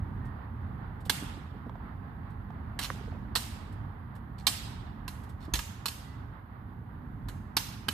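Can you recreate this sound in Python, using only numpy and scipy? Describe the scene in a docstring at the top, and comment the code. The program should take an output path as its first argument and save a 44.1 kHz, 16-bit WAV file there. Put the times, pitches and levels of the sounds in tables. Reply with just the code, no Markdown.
"""Steel swords clash as two fencers spar among tall pines: each blow excites broad blade resonances,
a low knock, a high sizzle and a thin ring, and the trunks scatter it into a smooth reverberant tail.
Blades also slide in uneven friction noise. Padded gear knocks as damped sines with puffs of noise,
shoes scuff and pat the turf, and faint tones waver.
Shaped noise gives a low, distant rumble, a soft rush in the pines and a faint hiss."""
import sys
import numpy as np
from scipy import signal
from scipy.fft import rfft, irfft, next_fast_len
from scipy.io import wavfile
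from scipy.ndimage import uniform_filter1d, map_coordinates

SR = 44100
rng = np.random.default_rng(int(sys.argv[2]) if len(sys.argv) > 2 else 0)


def generate_wav(sig):
    """Save sig (samples, or channels by samples) to the path in sys.argv[1] as 16-bit PCM at SR."""
    pcm = np.round(np.clip(np.atleast_2d(sig).T, -1, 1) * 32767).astype(np.int16)
    wavfile.write(sys.argv[1], SR, pcm)


N = 349713
T = np.arange(SR // 2) / SR  # time axis of one event, s
HZ = np.fft.rfftfreq(2 ** 16, 1 / SR)  # frequency axis of the burst colours, Hz

# blade on blade: [t/s, level/dB, knock/dB, strongest mode f/Hz, mode/dB, chatter t60/s];
# knock and mode are relative to the level
BLOWS = [(1.096, -22, -3.5, 1640, -.5, .046), (2.79, -34.5, 2, 1163, 1, 0.06),
         (3.353, -29, -1.5, 3100, -10, 0.051), (3.357, -28, -1.5, 4260, -6, 0.088),
         (4.468, -21, -7, 4055, 6, 0.078), (5.079, -40.5, -2.5, 1025, 6.5, 0.051),
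         (5.537, -28.5, -1.5, 6450, 6.5, 0.055), (5.553, -35.5, -2, 4420, -9, 0.096),
         (5.59, -37.5, 1.5, 1250, 1, 0.053), (5.857, -30.5, -5, 1130, 2, 0.068),
         (5.882, -36.5, -5, 4450, 6.5, 0.052), (7.285, -50, 6, 1023, 4, 0.078),
         (7.567, -24, -1.5, 4510, 1, 0.065), (7.884, -35, 8.5, 1624, 12, 0.022),
         (7.887, -30, -1.5, 3020, 9, .028)]
# slides or brushes of one blade along the other: [t/s, length/s, level/dB]
SLIDES = [(2.808, 0.045, -38.5), (4.38, 0.026, -59.5), (5.401, 0.057, -64)]
# dull knocks on gear and ground: [t/s, level/dB, f/Hz]
KNOCKS = [(1.062, -35.5, 510), (1.097, -31, 453), (1.222, -28, 276), (1.368, -31.5, 280), (1.662, -30, 248),
          (1.695, -30.5, 950), (1.755, -32.5, 720), (2.503, -31.5, 780), (2.902, -17.5, 1130),
          (2.903, -30.5, 520), (5.479, -26.5, 230), (5.519, -19.5, 58.55), (7.883, -25.5, 228)]
# scuffs of shoes and clothing, before the gains of their two bands: [t/s, level/dB]
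SCUFFS = [(.251, -49), (1.003, -47), (1.051, -34.5), (2.299, -54), (3.721, -47), (4.151, -44.5),
          (5.232, -44), (5.29, -43)]
# flurries of steps on the turf: [middle t/s, length/s, level/dB]
FLURRIES = [(.15, .7, -47), (1.501, 0.97, -40), (3.2, 1.6, -38), (7.053, .8, -50.5)]
# faint, thin whistles: [t/s, length/s, mean f/Hz, level/dB]
WHISTLES = [(.2, 0.15, 1846, -58), (6.027, 0.17, 1992, -61.5)]

# broad resonances of the gripped swords: [f/Hz, half-power width/Hz, level/dB]
SWORD_MODES = [(1660, 370, -24.5), (2820, 380, -17.5), (3600, 200, -11), (4270, 420, -3.5),
               (5370, 110, -7.5), (6580, 82, -15.5), (7030, 120, -4.5), (8050, 57, -2.5), (8900, 130, -14),
               (10550, 310, -12.5), (12210, 330, -14)]
# thin, longer ring of the steel, before random detuning and strength: [f/Hz, level/dB, t60/s]
RING_MODES = [(2783, -1, .6), (3070, 0, .35), (3665, 0, .3), (3983, 0, .3), (4282, 0, .3), (5396, -3, .3),
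              (6420, 0, .55), (7580, -1, .35), (7925, -5, .3), (8704, -5, .3), (9776, 1, .45),
              (11420, -4, .25), (12558, -2, .2)]
# relative spectrum of the low register of a clash: [f/Hz, level/dB per Hz]
KNOCK_SPECTRUM = [(100, -17), (300, -5.5), (450, -9.5), (600, -12), (800, -2), (1250, -0.5), (1800, -2),
                  (2150, -5.5), (3200, -25)]
# relative spectrum of the middle register: [f/Hz, level/dB per Hz]
CLANG_SPECTRUM = [(1500, -32), (2300, -3), (2900, 0), (4300, -2), (5400, -4.5), (6200, -7), (9000, -33.5)]
# relative spectrum of the high register: [f/Hz, level/dB per Hz]
SIZZLE_SPECTRUM = [(4000, -28), (6000, -11), (8000, 4), (9500, 0.5), (12000, 4.5), (14600, 0.5)]
# relative spectrum of brushed turf: [f/Hz, level/dB per Hz]
TURF_SPECTRUM = [(500, -20.5), (1500, -6), (3500, 3.5), (6000, -4), (12000, -25)]

# stereo balance of the direct sound: [f/Hz, left minus right/dB]
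DIRECT_PAN = [(300, -2.5), (900, -9), (1600, -8.5), (3000, -12.5), (4500, -13), (6000, -0.5), (8000, 0.5),
              (14000, -1)]
# stereo balance of the scattered tail: [f/Hz, left minus right/dB]
WOOD_PAN = [(200, 6.5), (700, -8), (2400, -6), (4400, -6), (8000, 0.5)]
# decay time of the scattered tail: [f/Hz, t60/s]
WOOD_T60 = [(300, .8), (1200, 1.15), (3000, 1.03), (6000, 0.62), (13000, 0.49)]
# colour of the scattered tail: [f/Hz, level/dB]
WOOD_COLOUR = [(150, -8.5), (400, -8), (1000, -1), (2500, -1.5), (4300, -3), (7000, 4.5), (14000, 3.5)]

# relative spectrum of the distant rumble: [f/Hz, level/dB per Hz]
RUMBLE_SPECTRUM = [(18, -57), (25, -42.5), (31, -29.5), (40, 0.5), (55, -2), (80, 4), (98, 2.5), (125, 0.5),
                   (155, -5.5), (200, -5), (260, -9), (330, -18), (430, -21.5), (700, -64.5)]
# course of the rumble, before a common offset and random wobble: [t/s, level/dB]
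RUMBLE_COURSE = [(0.0, -40), (0.49, -40.5), (2.45, -43), (2.98, -40.5), (6.67, -45), (7.07, -41),
                 (7.93, -45.5)]
# relative spectrum of the rush in the pines: [f/Hz, level/dB per Hz]
RUSH_SPECTRUM = [(250, -14.5), (450, 2.5), (620, 4.5), (800, 10.5), (1050, 10), (1400, 6), (1900, 1.5),
                 (2400, -11.5), (3600, -17), (5000, -26.5), (7000, -97), (10000, -67)]
# relative spectrum of the microphone hiss: [f/Hz, level/dB per Hz]
HISS_SPECTRUM = [(4000, -22), (8000, -19), (9800, -12), (11000, -2), (12500, 0), (14600, -.5)]
# stereo balance of the background and the dull knocks: [f/Hz, left minus right/dB]
AIR_PAN = [(100, -3), (700, -5.5), (1300, -6.5), (2400, -9.5), (4400, -10), (8000, -1.5)]
# left-right correlation of the background before panning: [f/Hz, correlation]
AIR_ALIKE = [(60, 0.97), (130, 0.97), (290, 0.82), (640, 0.14), (1400, 0)]

USUAL_BLOW_DB = -32  # a blow of middling strength
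# ring and sizzle of a middling blow, relative to it, and their dB for each dB of the blow;
# growth below 1 gives light touches relatively more of both
RING_DB, RING_GROWTH = -25, 0.72
SIZZLE_DB, SIZZLE_GROWTH = 1.5, 0.9
SLIDE_RISE_S, SLIDE_T60 = .004, 0.078
KNOCK_CYCLES = 12.3  # a knock loses 60 dB within this many cycles
STANCE_DB = -58  # the feet shift a little all the time
RUSH_DB, RUSH_EASE_DB_PER_S = -54, 0.52  # the breeze in the pines slowly drops
TOP_HZ = 14720  # band limit of the whole sound


def clashes(clang_db=2, contact=0.00086, mode_t60=0.035, rise=0.00027):
    """Impact excitation: chattering blades drive modes that the grip damps, all but a thin ring."""
    out = np.zeros((2, N))
    ring_hz, ring_level, ring_t60 = np.transpose(RING_MODES)[:, :, None]
    onset = 1 - np.exp(-T / rise)
    for s, db, knock_db, mode_hz, mode_db, t60 in BLOWS:
        envelope = onset * fade(t60, np.maximum(T - contact, 0))
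        above_usual = db - USUAL_BLOW_DB
        sizzle_db = SIZZLE_DB + (SIZZLE_GROWTH - 1) * above_usual
        clack = blade_noise(envelope, (knock_db, clang_db, sizzle_db), alike=0.85, spiky=.65)
        # the place of contact picks one mode above the others and gives the ring new strengths
        mode = amp(mode_db) * np.sin(2 * np.pi * mode_hz * T) * fade(mode_t60)
        strength, detune = rng.standard_normal((2, len(RING_MODES), 1))
        tones = np.sin(2 * np.pi * ring_hz * (1 + 0.0024 * detune) * T)
        ring = amp(ring_level + 1.2 * strength) * tones * fade(ring_t60)
        ring_db = RING_DB + (RING_GROWTH - 1) * above_usual
        tonal = onset * (mode + amp(ring_db) * ring.sum(axis=0))
        add(out, s, among_trees(amp(db) * (clack + tonal), wet_db=-9.5))
    return out


def slides(knock_db=-6, sizzle_db=-4, judder_db=2.5):
    """Friction excitation: edge grates on edge under an uneven pressure that bites and lets go."""
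    out = np.zeros((2, N))
    for s, length, db in SLIDES:
        pressure = (1 - np.exp(-T / SLIDE_RISE_S)) * fade(SLIDE_T60, np.maximum(T - length, 0))
        envelope = pressure * amp(db + judder_db * wobble(330)[:len(T)])
        grate = blade_noise(envelope, (knock_db, 0, sizzle_db), spiky=0.97)
        add(out, s, among_trees(grate, wet_db=-8.5, build=0.026))
    return out


def blade_noise(envelope, levels_db, **grain):
    """Superposition: low, middle and high registers are radiated through one steel response."""
    body = steel()
    shapes = (KNOCK_SPECTRUM, CLANG_SPECTRUM, SIZZLE_SPECTRUM)
    return sum(amp(level) * burst(envelope, body * amp(along(shape, HZ)), **grain)
               for shape, level in zip(shapes, levels_db))


def steel(dense_db=-10, uneven_db=2.5):
    """Modal response at one place of contact: broad resonances over a dense bed of bending modes."""
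    peaks = sum(amp(db) ** 2 / (1 + (2 * (HZ - hz) / width) ** 2) for hz, width, db in SWORD_MODES)
    place = rng.standard_normal(len(HZ))
    place = unit(uniform_filter1d(uniform_filter1d(place, size=200), size=200))
    return np.sqrt(peaks + amp(dense_db) ** 2) * amp(uneven_db * place)


def burst(envelope, gain, alike=0.89, spiky=0.95):
    """Shot noise: a stereo swarm of tiny contacts rings through a minimum-phase colour."""
    noise = rng.standard_normal((3, len(T))) * np.exp(spiky * rng.standard_normal(len(T)))
    share = np.clip(alike, 0, 1)
    force = envelope * (np.sqrt(share) * noise[0] + np.sqrt(1 - share) * noise[1:])
    # folding the cepstrum onto positive time makes the colour causal
    cepstrum = irfft(np.log(gain + 1e-6))
    n = len(cepstrum)
    colour = np.exp(rfft(2 * cepstrum[:n // 2], n))
    x = irfft(rfft(force, n) * colour)[:, :len(T)]
    return unit(x) * np.sqrt(np.mean(envelope ** 2))


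def among_trees(x, wet_db, build=0.0066, lead=2.4e-5):
    """Multiple scattering: direct sound meets two ports a hair apart; in the tail the treble dies first."""
    hz, t, z = signal.stft(rng.standard_normal((2, SR)), SR, nperseg=256)
    # single trunks throw back glints, so the tail shimmers
    glints = uniform_filter1d(rng.standard_normal(z.shape[1:]), size=3, axis=0)
    glints = unit(uniform_filter1d(glints, size=7, axis=1))
    z = z * amp(2.2 * glints)
    decay = fade(along(WOOD_T60, hz)[:, None], t)
    tail = signal.istft(z * decay, SR, nperseg=256)[1][:, :SR]
    tail = tail * (1 - np.exp(-np.arange(SR) / SR / build))
    # every direction carries other fine detail, so the tail keeps only the broad colour
    power = np.mean(np.abs(rfft(x)) ** 2, axis=0)
    power = uniform_filter1d(uniform_filter1d(power, size=1000), size=700)

    def tail_response(f):
        """Spectral smoothing: the broad source spectrum is weighted by the wood's colour and balance."""
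        broad = np.sqrt(np.abs(np.interp(f, np.fft.rfftfreq(len(T), 1 / SR), power)))
        return broad * sides(along(WOOD_PAN, f)) * amp(wet_db + along(WOOD_COLOUR, f))

    def direct_response(f):
        """Interaural-style difference: level balance and a right-hand delay of lead seconds."""
        late = np.exp(-2j * np.pi * f * lead * np.array([[0], [1]]))
        return sides(along(DIRECT_PAN, f)) * late

    out = filtered(tail / np.linalg.norm(tail[0]), tail_response)
    add(out, 0, filtered(x, direct_response))
    return out


def knocks(puff_db=-5):
    """Heavily damped oscillation: a few cycles of one low mode and a puff of noise around it."""
    out = np.zeros((2, N))
    for s, db, hz in KNOCKS:
        envelope = (1 - np.exp(-T * hz)) * fade(KNOCK_CYCLES / hz)
        puff = burst(envelope, 1 / np.sqrt(1 + (HZ / hz - hz / (HZ + 1)) ** 4))
        tone = envelope * np.sin(2 * np.pi * hz * T)
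        add(out, s, amp(db) * (tone + amp(puff_db) * puff))
    return filtered(out, lambda hz: sides(along(AIR_PAN, hz)))


def scuffs(turf_db=-14, treble_db=-10, rise=.006, t60=.09):
    """Friction noise: short brushes of shoes on turf and of stiff clothing."""
    out = np.zeros((2, N))
    envelope = (1 - np.exp(-T / rise)) * fade(t60)
    for s, db in SCUFFS:
        low = amp(turf_db) * burst(envelope, amp(along(TURF_SPECTRUM, HZ)), spiky=.6)
        high = amp(treble_db) * burst(envelope, amp(along(SIZZLE_SPECTRUM, HZ)), spiky=0.78)
        add(out, s, among_trees(amp(db) * (low + high), wet_db=-27.5))
    return out


def patter(count=520, centre_hz=600, spread=0.5, cycles=7.5, scatter_db=5.0, pat_db=-1):
    """Lossy yielding: damp turf gives under the shifting feet in small, dull, damped sines."""
    out, t = np.zeros((2, N)), T[:SR // 10]
    for s, (pitch, size, pan) in zip(rng.uniform(0, N / SR, count), rng.standard_normal((count, 3))):
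        hz = centre_hz * np.exp(spread * np.clip(pitch, -2, 2))
        gain = footwork(s) * amp(pat_db + scatter_db * np.clip(size, -2, 2))
        pat = np.sin(2 * np.pi * hz * t) * (1 - np.exp(-2 * t * hz)) ** 2 * fade(cycles / hz, t)
        add(out, s, gain * sides(3 * pan - 5) * pat)
    return out


def footwork(s):
    """Excitation strength of the feet at time s, as a gain: each flurry swells and settles."""
    middle, length, db = np.transpose(FLURRIES)
    swell = np.cos(np.pi * np.clip((s - middle) / length, -.5, .5))
    return amp(STANCE_DB) + np.sum(amp(db) * swell)


def whistles(waver=0.0055):
    """Frequency modulation: faint, thin tones waver at random as they swell and vanish."""
    out = np.zeros((2, N))
    for s, length, hz, db in WHISTLES:
        phase = 2 * np.pi * np.cumsum(hz * (1 + waver * wobble(55)[:len(T)])) / SR
        swell = np.sin(np.pi * np.minimum(T / length, 1))
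        add(out, s, amp(db) * sides(-7) * np.sin(phase) * swell)
    return out


def air(rumble_db=1.37, hiss_db=-79):
    """Stationary noise, slowly modulated: far rumble, soft rush in the pines, steady microphone hiss."""
    t = np.arange(N) / SR
    rumble_course = np.interp(t, *np.transpose(RUMBLE_COURSE)) + rumble_db
    rumble = amp(rumble_course + 1.3 * wobble(4.5)) * wash(RUMBLE_SPECTRUM)
    rush = amp(RUSH_DB - RUSH_EASE_DB_PER_S * t + 1.4 * wobble(14)) * wash(RUSH_SPECTRUM)
    return rumble + rush + amp(hiss_db) * wash(HISS_SPECTRUM)


def wash(spectrum):
    """Diffuse field: the bass is alike on both sides, the treble unrelated."""
    def mid_side(hz):
        """Correlation as an angle: cosine and sine share the power between mid and side."""
        turn = np.arccos(np.clip(along(AIR_ALIKE, hz), -1, 1)) / 2
        return amp(along(spectrum, hz)) * [np.cos(turn), np.sin(turn)]

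    mid, side = filtered(rng.standard_normal((2, N)), mid_side)
    pair = np.array([mid + side, mid - side]) / mid.std()
    return filtered(pair, lambda hz: sides(along(AIR_PAN, hz)))


def amp(db):
    """Level to amplitude: 20 dB is a factor of ten."""
    return 10 ** (np.asarray(db) / 20)


def unit(x):
    """Normalisation: x at rms 1."""
    return x / np.sqrt(np.mean(x ** 2) + 1e-20)


def along(points, hz):
    """Interpolation: (f/Hz, value) points read on a logarithmic frequency axis."""
    f, v = np.transpose(points)
    return np.interp(np.log(hz + 1), np.log(f + 1), v)


def fade(t60, t=T):
    """Exponential decay: the level falls 60 dB in t60 seconds."""
    return np.exp(-np.log(1000) * t / np.maximum(t60, 1e-3))


def wobble(rate):
    """Random modulation: a smooth curve through rate random knots a second."""
    knots = rng.standard_normal(int(N * rate / SR) + 4)
    return map_coordinates(knots, [np.arange(N) * rate / SR])


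def filtered(x, response):
    """Linear filtering: the spectrum of x times a response of frequency."""
    n = x.shape[-1]
    m = next_fast_len(n + SR // 4)
    return irfft(rfft(x, m) * response(np.fft.rfftfreq(m, 1 / SR)), m)[..., :n]


def sides(pan_db):
    """Level difference: left and right gains whose mean is 1."""
    pair = amp(np.array([pan_db, -pan_db]) / 2).reshape(2, -1)
    return pair / pair.mean(axis=0)


def add(track, s, x):
    """Superposition: mix x into the track from time s."""
    part = track[:, max(round(s * SR), 0):][:, :x.shape[-1]]
    part += x[..., :part.shape[1]]


def scene():
    """Superposition of all sources of the bout in the clearing."""
    return clashes() + slides() + knocks() + scuffs() + patter() + whistles() + air()


def record(dry):
    """Band limiting: a very steep low-pass at TOP_HZ."""
    return filtered(dry, lambda hz: 1 / np.sqrt(1 + (hz / TOP_HZ) ** 300))


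dry = scene()
out = record(dry)
generate_wav(out)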